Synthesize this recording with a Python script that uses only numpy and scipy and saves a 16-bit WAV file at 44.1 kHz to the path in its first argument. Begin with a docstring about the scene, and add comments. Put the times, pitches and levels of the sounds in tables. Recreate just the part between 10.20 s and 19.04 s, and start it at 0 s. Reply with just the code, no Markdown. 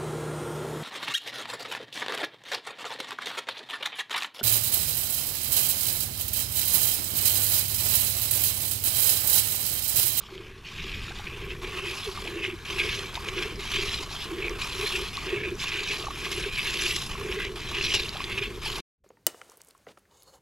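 """A low outdoor rumble and a far hiss, then two jets of milk taking turns to squirt into a steel pot by hand.
Each jet is a rain of bubbles and spray coloured by the pot wall, and its plunging drives the pot's air column.
Jets surge in short swells, lumps of milk gulp as wavering tones, single bubbles and high drips are damped sines.
The sound rises slowly, stops dead, and after a short silence a faint rumble creeps back."""
import sys
import numpy as np
from scipy import signal
from scipy.fft import rfft, irfft, next_fast_len
from scipy.io import wavfile
from scipy.ndimage import uniform_filter1d, map_coordinates

SR = 44100
rng = np.random.default_rng(int(sys.argv[2]) if len(sys.argv) > 2 else 0)


def dump(signal):
    """Clip the signal to [-1, 1] and save it as 16-bit WAV at the path in sys.argv[1]."""
    limited = np.clip(np.atleast_2d(signal).T, -1, 1)
    pcm = np.round(limited * 32767).astype(np.int16)
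    wavfile.write(sys.argv[1], SR, pcm)


N = 389844

# Level of the open air around the pot. Each row: time in seconds, rumble level in dB.
OUTDOOR_LEVEL = [(0.0, -47), (0.43, -47.5), (0.6, -41), (1.3, -41.5), (5, -40.5), (8.6, -39.5)]
# Quarter-wave modes of the air in the pot, lowest first.
# Each row: pitch in Hz, width in Hz of the plain resonance, power it is raised to (steepness of the skirts).
AIR_COLUMN = [(381, 118, 2.44), (1105, 152, 0.71)]
# Squeezes of a teat, far hand and near hand in turn. Each row: start in seconds, length in s,
# froth crest in s after the start, froth crest in dB, spray crest in s after the start, spray crest in dB,
# mist in dB over its share of the spray, boom delay in s, boom length in s, boom crest in s after the boom's
# own start, boom crest in dB, overtone crest in dB (it peaks with the spray).
SQUEEZES = [(0.0, 0.39, 0.35, -49, 0.11, -50.5, -26, 0.11, 0.32, 0.043, -47, -57.5),
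            (0.448, 0.5, 0.31, -38.5, 0.29, -42, -7, 0.12, 0.4, 0.09, -48, -50.5),
            (0.947, 0.44, 0.24, -42.5, 0.024, -45, -7.5, 0.1, 0.67, 0.21, -42.5, -51),
            (1.414, 0.57, 0.25, -37, 0.34, -40, 5.5, 0.046, 0.3, 0.14, -42, -45.5),
            (1.953, 0.39, 0.37, -38.5, 0.064, -42, 1, 0.028, 0.33, 0.21, -38.5, -49.5),
            (2.45, 0.43, 0.26, -33, 0.3, -36.5, 2.5, 0.053, 0.35, 0.2, -39.5, -45.5),
            (2.889, 0.44, 0.77, -33.5, 0.35, -44, -1.5, 0.13, 0.38, 0.2, -37, -44),
            (3.39, 0.45, 0.28, -35, 0.3, -34, 0, 0.14, 0.36, .08, -43, -43.5),
            (3.9, 0.45, 0.77, -33, 0.025, -41, -2, 0.15, 0.33, 0.19, -38, -45.5),
            (4.387, 0.53, 0.33, -34, 0.3, -35.5, 5.5, 0.098, 0.37, 0.3, -39, -43),
            (4.93, 0.37, 0.3, -34.5, 0.025, -38.5, -2.5, .12, 0.31, 0.059, -36, -45.5),
            (5.393, 0.48, 0.21, -33.5, 0.37, -37, -3, 0.14, 0.59, 0.02, -41.5, -44.5),
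            (5.902, 0.41, 0.41, -35.5, 0.3, -38, 6, 0.022, 0.37, 0.45, -36, -48),
            (6.325, 0.55, 0.27, -31.5, 0.34, -31.5, 2, 0.098, 0.34, 0.14, -40.5, -46),
            (6.895, 0.36, 0.36, -38, 0.074, -44.5, 4, 0.073, 0.49, 0.18, -38.5, -45.5),
            (7.357, 0.53, 0.4, -33.5, 0.48, -32.5, -6, 0.12, 0.39, 0.19, -39, -44),
            (7.926, 0.36, 0.32, -37, 0.065, -41, 2.5, 0.099, 0.4, 0.22, -40.5, -47),
            (8.417, 0.49, .05, -39, 0.14, -37.5, 2, 0.049, 0.21, 0.24, -38, -44)]
ATTACK_S, RELEASE_S, SPRAY_RELEASE_S = 0.0011, 0.022, 0.028  # edges of a jet; the spray thins out more slowly


def amp(db):
    """dB to gain."""
    return 10 ** (np.asarray(db) / 20)


def unit(x):
    """Scale to rms 1."""
    return x / np.sqrt(np.mean(x ** 2) + 1e-20)


def along(points, hz):
    """Read a curve of (Hz, value) points on a log frequency axis."""
    f, v = np.transpose(points)
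    return np.interp(np.log(hz + 1), np.log(f + 1), v)


def curve(points):
    """One value per sample from (seconds, value) points."""
    s, value = np.transpose(points)
    return np.interp(np.arange(N) / SR, s, value)


def wobble(rate):
    """A smooth random curve, rate knots a second."""
    return map_coordinates(rng.standard_normal(int(N * rate / SR) + 4), [np.arange(N) * rate / SR])


def filtered(x, response):
    """Filter x by a complex response of frequency."""
    m = next_fast_len(N + SR // 2)
    return irfft(rfft(x, m) * response(np.fft.rfftfreq(m, 1 / SR)), m)[..., :N]


def resonance(f, hz, width):
    """One mode, gain 1 at its peak."""
    return 1j * f * width / (hz * hz - f * f + 1j * f * width)


def coloured(x, spectrum):
    """Replace the average colour of x by the given one, rms 1."""
    hz, power = signal.welch(x, SR, nperseg=256)
    return unit(filtered(x, lambda f: amp(along(spectrum, f)) / np.sqrt(np.interp(f, hz, power) + 1e-12)))


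def patchy(x, depth_db):
    """Shift the colour at random in patches some 200 Hz wide and 50 ms long."""
    z = signal.stft(x, nperseg=512)[2]
    field = uniform_filter1d(rng.standard_normal(z.shape), size=2, axis=0)
    field = uniform_filter1d(field, size=9, axis=1)
    return signal.istft(z * amp(depth_db * unit(field)), nperseg=512)[1][:N]


def bubbles(s, gain, hz, cycles, rise, size, onset=12):
    """Damped sines with a soft start; the pitch climbs as each bubble nears the surface."""
    age = np.arange(size) / SR * hz[:, None] / cycles  # 1 = faded by 20 dB
    wave = np.sin(2 * np.pi * cycles * age * (1 + rise * age / 2))
    wave *= gain[:, None] * amp(-20 * age) * (1 - np.exp(-onset * age))
    wave *= np.hanning(2 * size)[size:]  # fade the tail to nothing
    where = np.round(s * SR).astype(int)[:, None] + np.arange(size)
    return np.bincount(where.ravel(), wave.ravel(), N + size)[:N]


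def swarm(count, size, hz, octaves, cycles, scatter_db):
    """A steady random rain of bubbles of many sizes, rms 1."""
    u, z = rng.random((count, 2)), rng.standard_normal(count)
    pitch = np.clip(hz * 2 ** (octaves * z), 300, 15000)
    gain = amp(-scatter_db * np.log(1 - u[:, 1]).clip(-4))  # many soft, few loud
    return unit(bubbles(u[:, 0] * (N - 1) / SR, gain, pitch, cycles, 0.074, size))


def stroke_gain(start, length, crest, crest_db, slopes, attack_s, release_s, dribble_db):
    """Each squeeze opens fast, climbs to its crest, sags and shuts; a dribble bridges the gaps."""
    t = np.arange(0, N + 64, 32) / SR
    age = t - start[:, None]
    climb, sag = np.array(slopes)[np.arange(len(start)) % 2].T[..., None]
    late = age - crest[:, None]
    opening = 1 / (1 + np.exp(np.clip(-age / attack_s, -50, 50)))
    shutting = 1 / (1 + np.exp(np.clip((age - length[:, None]) / release_s, -50, 50)))
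    level_db = crest_db[:, None] + np.where(late < 0, climb * late, -sag * late)
    power = (amp(level_db) * opening * shutting) ** 2
    mean_crest_db = uniform_filter1d(crest_db, size=3)  # over neighbouring squeezes
    dribble = amp(np.interp(t, start + crest, mean_crest_db) + dribble_db)
    return np.interp(np.arange(N) / SR, t, np.sqrt(power.sum(axis=0) + dribble ** 2))


def surged(gain, s, width, db):
    """Add short swells to a level, quicker up than down."""
    skew = 0.83  # narrows the rise and widens the fall by this factor
    t = np.arange(0, N + 64, 32) / SR
    late = (t - s[:, None]) / width[:, None]
    late = np.where(late < 0, late / skew, late * skew)
    swell = amp(db[:, None] - 12 * late ** 2) ** 2  # half power where late is a half
    return np.sqrt(gain ** 2 + np.interp(np.arange(N) / SR, t, swell.sum(axis=0)))


def far(spectrum):
    """Far noise of the open air with a slowly wavering level, rms 1."""
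    noise = filtered(rng.standard_normal(N), lambda hz: amp(along(spectrum, hz)))
    return unit(noise * amp(1.1 * wobble(4.1)))


def outdoor_rumble():
    """Low noise of the open place, rms 1."""
    # Colour of the rumble. Each row: frequency in Hz, relative level in dB per Hz.
    rumble_colour = [(8, -42), (14, 2), (24, -3.5), (33, 1.5), (45, -1.5), (60, -0.5), (75, -7), (95, -3.5),
                     (130, -7), (200, -11.5), (280, -17.5), (450, -19.5), (600, -40), (900, -59)]
    return far(rumble_colour)


def far_hiss():
    """A distant hiss whose colour shifts in patches, near rms 1."""
    # Colour of the hiss. Each row: frequency in Hz, relative level in dB per Hz.
    hiss_colour = [(290, -48.5), (500, -17), (720, -8), (1100, -5), (1410, 3), (2470, 3), (3200, -21),
                   (4650, -11), (12200, -17.5), (15600, -56.5)]
    return patchy(far(hiss_colour), depth_db=4.5)


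def shrill():
    """A thin wavering hiss, unrelated at the two ports, that dips between squeezes."""
    hz, width_hz = 12600, 1100  # the resonance is applied twice
    hiss = filtered(rng.standard_normal((2, N)), lambda f: resonance(f, hz, width_hz) ** 2)
    s, length = np.transpose(SQUEEZES)[:2]
    # climb and sag of 8 dB per s for both hands
    squeeze = stroke_gain(s, length, length / 2, 0 * s, [(8, 8)] * 2, ATTACK_S, SPRAY_RELEASE_S, dribble_db=0)
    return amp(-28.5 + 2.5 * wobble(7) + 3 * wobble(60)) * squeeze * unit(hiss)


def burble():
    """As the far jet takes over from the near one, large bubbles gurgle briefly."""
    s = np.transpose(SQUEEZES)[0]
    hand_db = np.array([-48.5, -70])[np.arange(len(s)) % 2]  # far hand, near hand (next to nothing)
    # the gurgle follows the outdoor level, relative to its last value
    db = hand_db + np.interp(s, *np.transpose(OUTDOOR_LEVEL)) - OUTDOOR_LEVEL[-1][1]
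    gain = surged(0, s, width=np.full(len(s), 0.15), db=db)
    return gain * swarm(count=2500, size=900, hz=976, octaves=0.36, cycles=8.0, scatter_db=7.0)


def gulps():
    """A lump of milk plunges and rings the lowest air mode: a soft swell whose pitch wavers."""
    # Lumps plunging into the pot. Each row: swell centre in seconds, width in s, peak in dB before the waver.
    lumps = [(0.205, 0.0068, -38), (0.664, 0.0075, -41), (1.079, 0.0074, -41), (1.138, 0.0059, -40),
             (1.281, 0.0053, -45.5), (1.677, 0.026, -38), (1.885, 0.017, -31.5), (2.174, 0.021, -34),
             (2.29, 0.011, -33), (2.337, 0.014, -30.5), (2.572, 0.019, -33.5), (3.183, 0.017, -34),
             (3.263, 0.011, -32.5), (3.387, 0.016, -37.5), (3.594, 0.0094, -33), (3.641, 0.013, -34),
             (4.125, 0.02, -35), (4.189, 0.011, -37), (4.32, 0.0089, -34), (4.599, 0.011, -30.5),
             (4.639, 0.015, -32.5), (4.782, 0.011, -38), (5.137, 0.0097, -36.5), (5.248, 0.015, -37.5),
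             (5.277, 0.01, -35.5), (5.335, 0.025, -37.5), (5.615, 0.0074, -35), (6.083, 0.011, -41),
             (6.267, 0.0091, -28), (6.584, 0.014, -36), (6.658, 0.014, -35), (6.694, 0.015, -40),
             (6.761, 0.0079, -34.5), (7.024, 0.0074, -37.5), (7.051, 0.01, -33), (7.099, 0.014, -34.5),
             (7.178, 0.014, -33.5), (7.302, 0.0095, -37), (7.601, 0.029, -40), (8.148, 0.0087, -34.5),
             (8.222, 0.014, -33)]
    s, width, db = np.transpose(lumps)[..., None]
    step = np.arange(-4000, 4000)
    where = (np.round(s * SR).astype(int) + step).clip(0, N - 1)
    hz = AIR_COLUMN[0][0] * (1 + 0.0711 * wobble(45))
    tone = np.sqrt(2) * np.sin(2 * np.pi * np.cumsum(hz) / SR) * amp(2.3 * wobble(60))
    swell = amp(db - 12 * (step / SR / width) ** 2)
    return tone * np.bincount(where.ravel(), swell.ravel(), N)


def plops_and_drips():
    """Single bubbles and high drips that stand out of the froth: damped sines, each opened by a tick."""
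    # Single bubbles and high drips.
    # Each row: start in seconds, level in dB (trimmed below for ring and tick), pitch in Hz.
    single_drops = [(0.179, -28.5, 3070), (0.996, -35, 814), (1.891, -34, 1080), (1.975, -25.5, 1160),
                    (2.5014, -22.5, 2790), (2.591, -17.5, 2700), (2.955, -19, 3660), (2.975, -29, 950),
                    (3.0166, -32, 5200), (3.0873, -20, 2820), (3.2262, -23, 2490), (3.3584, -29, 5070),
                    (3.452, -38, 890), (4.282, -18.5, 2370), (4.2957, -25, 5600), (4.3955, -30, 4400),
                    (4.432, -33, 1150), (4.4359, -23.5, 5030), (4.9706, -19.5, 4050), (4.976, -28, 1120),
                    (5.306, -34.5, 6800), (5.354, -33, 6000), (5.837, -32.5, 1190), (5.848, -31, 1180),
                    (5.869, -25.5, 1130), (5.906, -28, 1147), (5.959, -25.5, 2460), (6.066, -27, 1120),
                    (6.2396, -19.5, 2480), (6.3608, -27.5, 2220), (6.915, -33, 1090), (6.953, -28, 1100),
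                    (7.012, -30.5, 1090), (7.1252, -21, 2830), (7.6112, -14.5, 2620), (7.8926, -17, 4500),
                    (7.97, -22.5, 3370), (8.004, -25.5, 1080), (8.006, -23.5, 2740), (8.042, -18, 3500),
                    (8.179, -26, 2260), (8.46, -30.5, 870), (8.556, -35.5, 945), (8.585, -34, 846)]
    s, db, hz = np.transpose(single_drops)
    cycles = 10.3 * (2500 / hz[:, None]) ** 0.53  # low ones ring for more cycles
    ring = bubbles(s, amp(db + 1.0), hz, cycles, rise=0.027, size=900, onset=70)
    ring = ring * amp(1.5 * wobble(500))  # spray roughens the ring
    tick_hz = 6000 * 2 ** rng.normal(0, 0.95, len(s))
    return ring + bubbles(s, amp(db - 12), tick_hz, cycles=2.5, rise=0.1, size=128)


def through_wall(x):
    """The steel wall of the pot, damped by milk, adds its ringing modes to x."""
    # Modes of the wall. Each row: pitch in Hz, width in Hz, relative strength in dB.
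    wall_modes = [(2586, 45, 1), (3364, 78, 2.5), (4140, 60, 9), (5170, 88, -4), (7400, 90, -9),
                  (10240, 400, 8.5)]
    modes = lambda f: sum(resonance(f, hz, width) * amp(db - 18.5) for hz, width, db in wall_modes)
    return filtered(x, lambda f: 1 + modes(f))


def froth(sputter):
    """Bubbles whipped up by the jets: deeper as the far jet goes on, brighter under the near jet; rms 1."""
    # Colour of the froth. Each row: frequency in Hz (scaled below), relative level in dB per Hz.
    froth_colour = [(710, -34), (1200, -14.5), (1390, -22.5), (1680, -5), (1890, -8.5), (2560, 2.5),
                    (3800, -9.5), (4940, -53.5), (8360, -120)]
    mix = swarm(count=19000, size=220, hz=2464, octaves=0.515, cycles=11.4, scatter_db=0)
    mix += 0.86 * rng.standard_normal(N)
    mix += 0.55 * swarm(count=1600, size=220, hz=2544, octaves=0.35, cycles=6.0, scatter_db=2.0)  # separate drops
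    mix = patchy(mix, depth_db=3.0)  # the stream's point of impact wanders
    deep, bright = (coloured(mix, np.multiply(froth_colour, [shift, 1])) for shift in (0.96, 0.98))
    s, length = np.transpose(SQUEEZES)[:2]
    far_hand = np.arange(len(s)) % 2 == 0
    times = np.c_[s, s + length / 2, s + length - RELEASE_S]
    shares = np.outer(far_hand, [.5, 1, 1])
    sunk = np.interp(np.arange(N) / SR, times.ravel(), shares.ravel())  # share of the deep colour
    return unit(amp(sputter) * through_wall(sunk * deep + (1 - sunk) * bright))


def spray(sputter):
    """Droplets thrown up by the jets; the finest are a mist that hisses above the rest."""
    # Colour of the spray. Each row: frequency in Hz, relative level in dB per Hz.
    spray_colour = [(1760, -22), (3000, -2), (4060, -4.5), (4570, -8.5), (5030, -7.5), (6450, -14),
                    (7100, -14.5), (8670, -26.5), (10600, -20.5), (12700, -26), (14100, -35),
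                    (15600, -54.5)]
    mix = swarm(count=45000, size=96, hz=6030, octaves=0.7, cycles=5.5, scatter_db=2.5)
    mix += 0.52 * rng.standard_normal(N)
    # droplets ticking on steel
    mix += 0.55 * swarm(count=7000, size=64, hz=5540, octaves=0.66, cycles=2.5, scatter_db=2.5)
    mix = coloured(patchy(mix, depth_db=3.5), spray_colour)  # the stream's point of impact wanders
    drops = unit(amp(1.12 * sputter) * through_wall(mix))
    mist_hz = 8000
    mist = filtered(drops, lambda f: 1 / (1 + (mist_hz / (f + 1)) ** 8))
    columns = np.transpose(SQUEEZES)
    s, length, mist_db = columns[0], columns[1], columns[6]
    mist_gain = amp(np.interp(np.arange(N) / SR, s + length / 2, mist_db) + 0.9 * wobble(130))
    return drops - mist + mist_gain * mist


def air_mode(sputter, hz, width, steep):
    """The air column of the pot, driven at one mode by lumps of milk plunging in; rms 1."""
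    push = rng.standard_normal(N) * amp(1.3 * sputter + 2.4 * wobble(55))
    return unit(filtered(push, lambda f: resonance(f, hz, width) ** steep))


def jets():
    """The streams break up unevenly, so froth, spray and the pot's air all sputter together."""
    # Climb to the crest and sag after it. Each row (far hand, near hand): climb in dB per s, sag in dB per s.
    froth_slopes, spray_slopes = [(18, 23), (25, 44)], [(15, 54), (22, 15)]
    boom_slopes, overtone_slopes = [(30, 15), (35, 14)], [(4, 6.1), (4, 14)]
    # Short surges of a jet. Each row: centre in seconds, width in s, froth peak in dB, spray peak in dB.
    spurts = [(0.465, 0.03, -47, -50), (0.596, 0.023, -35.5, -49), (0.74, 0.012, -39.5, -49),
              (1.071, 0.0091, -36, -54), (1.306, 0.029, -39.5, -46), (1.447, 0.0068, -31.5, -56),
              (1.579, 0.024, -36, -53), (1.667, 0.006, -37, -40), (1.853, 0.033, -41.5, -41),
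              (2.072, 0.018, -36, -56), (2.249, 0.03, -29.5, -42.5), (2.507, 0.0092, -36.5, -46),
              (2.593, 0.018, -31.5, -36), (2.612, 0.015, -28, -39.5), (2.661, 0.014, -35.5, -39.5),
              (2.693, 0.012, -29.5, -37), (2.744, 0.017, -34, -40.5), (2.956, 0.023, -38.5, -40),
              (3.089, 0.011, -34.5, -35.5), (3.179, 0.028, -32.5, -42), (3.228, 0.016, -28.5, -34),
              (3.527, 0.024, -36, -37.5), (3.566, 0.065, -33, -36.5), (3.683, 0.018, -36.5, -34.5),
              (3.738, 0.019, -34, -35.5), (3.933, 0.047, -43, -37), (4.022, 0.035, -43, -37),
              (4.235, 0.045, -32.5, -53), (4.282, 0.0036, -40, -52.6), (4.419, 0.025, -35, -39),
              (4.667, 0.0071, -29.5, -40.5), (4.723, 0.0067, -30, -37), (4.763, 0.019, -30, -33),
              (5.092, 0.016, -36.5, -47), (5.201, 0.0057, -35, -40.5), (5.416, 0.03, -32.5, -29),
              (5.483, 0.023, -31.5, -36.5), (5.545, 0.061, -31, -39), (5.699, 0.053, -34, -34.5),
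              (6.052, 0.018, -31.5, -38), (6.13, 0.023, -37, -36.5), (6.222, 0.0061, -39, -47.5),
              (6.247, 0.01, -33, -51), (6.386, 0.023, -25.5, -35.5), (6.471, 0.014, -28, -34),
              (6.616, 0.013, -34, -28), (6.656, 0.011, -27, -34), (6.705, 0.026, -31, -31),
              (6.763, 0.0054, -30, -24.5), (7.129, 0.044, -34.5, -43), (7.221, 0.049, -31, -40),
              (7.562, 0.035, -30.5, -42.5), (7.623, 0.038, -34, -35), (7.651, 0.033, -31.5, -27),
              (7.706, 0.033, -33.5, -30), (7.748, 0.019, -31, -23), (8.044, 0.0084, -41, -36),
              (8.12, 0.019, -36, -42.5), (8.182, 0.014, -27.5, -41), (8.236, 0.025, -29, -41.5),
              (8.461, 0.024, -37, -34), (8.558, 0.0084, -34.5, -33.5)]
    (s, length, froth_at, froth_db, spray_at, spray_db, _,
     delay, boom_length, boom_at, boom_db, overtone_db) = np.transpose(SQUEEZES)
    # dribble_db: what is left between jets, under their mean crest
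    froth_gain = stroke_gain(s, length, froth_at, froth_db, froth_slopes,
                             ATTACK_S, RELEASE_S, dribble_db=-19.5)
    spray_gain = stroke_gain(s, length, spray_at, spray_db, spray_slopes,
                             ATTACK_S, SPRAY_RELEASE_S, dribble_db=-11.5)
    boom_gain = stroke_gain(s + delay, boom_length, boom_at, boom_db, boom_slopes,
                            attack_s=0.012, release_s=0.014, dribble_db=-14.5)
    overtone_gain = stroke_gain(s, length, spray_at, overtone_db, overtone_slopes,
                                ATTACK_S, RELEASE_S, dribble_db=-5.5)
    spurt_s, spurt_width, spurt_froth_db, spurt_spray_db = np.transpose(spurts)
    froth_gain = surged(froth_gain, spurt_s, spurt_width, spurt_froth_db)
    spray_gain = surged(spray_gain, spurt_s, spurt_width, spurt_spray_db)
    sputter = 0.5 * wobble(45) + 1.4 * wobble(170)  # dB
    out = froth_gain * froth(sputter) + spray_gain * spray(sputter)
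    for mode, gain in zip(AIR_COLUMN, (boom_gain, overtone_gain)):
        out += gain * air_mode(sputter, *mode)
    return out


def ports(x):
    """Two close microphone ports: a level and phase step between them, and scattered sound that differs."""
    # Likeness of the ports before the image is narrowed. Each row: frequency in Hz, left-right correlation.
    likeness = [(30, 1), (200, 1), (700, 0.97), (1500, 0.98), (3000, 0.94), (6000, 0.88), (10000, 0.88),
                (14000, 0.35)]
    # Level step between the ports. Each row: frequency in Hz, left minus right in dB.
    louder_left = [(60, 0), (200, 0), (380, -1), (700, -1), (1300, -.4), (4400, -.6), (8100, 1), (15000, 4)]
    # Phase step between the ports. Each row: frequency in Hz, left minus right in radians.
    left_lead = [(100, 0), (1000, -.2), (1700, -.35), (3000, -.8), (4800, -.45), (5900, -.7), (7200, -.3),
                 (11800, -.1), (13400, -2.5)]
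    z = signal.stft(x, nperseg=256)[2]
    scrambled = z * np.exp(2j * np.pi * rng.random(z.shape))
    scattered = signal.istft(scrambled, nperseg=256)[1][:N]
    scattered *= np.std(x) / np.std(scattered)
    turn = lambda hz: np.arccos(np.clip(along(likeness, hz), 0, 1)) / 2
    step = lambda hz: np.sqrt(amp(along(louder_left, hz))) * np.exp(.5j * along(left_lead, hz))
    mid, side = filtered(np.array([x, scattered]), lambda hz: np.array([np.cos(turn(hz)), np.sin(turn(hz))]))
    return filtered(np.array([mid + side, mid - side]), lambda hz: np.array([step(hz), 1 / step(hz)]))


def scene():
    """Milking in the open up to the stop, silence, then the faint rumble in both ports alike."""
    # The image starts narrow and opens. Each row: time in seconds, gain of the side signal in dB.
    opening_image = [(0, -47), (.5, -29), (1.6, -1.5)]
    # Faint rumble after the silence. Each row: time in seconds, level in dB.
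    rumble_return = [(8.78, -88.5), (8.8, -81.5), (8.84, -63)]
    stop_s = 8.604  # the sound is cut here
    rumble, open_db = outdoor_rumble(), curve(OUTDOOR_LEVEL)
    outdoors = amp(open_db) * (rumble + amp(-13.5) * far_hiss())
    milking = ports(outdoors + burble() + gulps() + plops_and_drips() + jets())
    # a second low rumble, opposite in the two ports, widens the bass
    milking += amp(open_db - 16.5) * outdoor_rumble() * [[1], [-1]]
    mid = milking.mean(axis=0)
    side = (milking[0] - milking[1]) / 2 * amp(curve(opening_image))
    milking = np.array([mid + side, mid - side])
    milking += shrill() * amp(open_db + [[1.5], [-1.5]])  # 3 dB louder at the left port
    t = np.arange(N) / SR
    on = amp(-5000 * (t - stop_s).clip(0))  # falls 5 dB per ms
    return milking * on + (t > rumble_return[0][0]) * amp(curve(rumble_return)) * rumble


def record(dry):
    """The top treble rolls off steeply, with silence above 15.7 kHz."""
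    top_hz = 15730
    return filtered(dry, lambda hz: (hz < top_hz) / (1 + (hz / 14800) ** 30))


dry = scene()
out = record(dry)
dump(out)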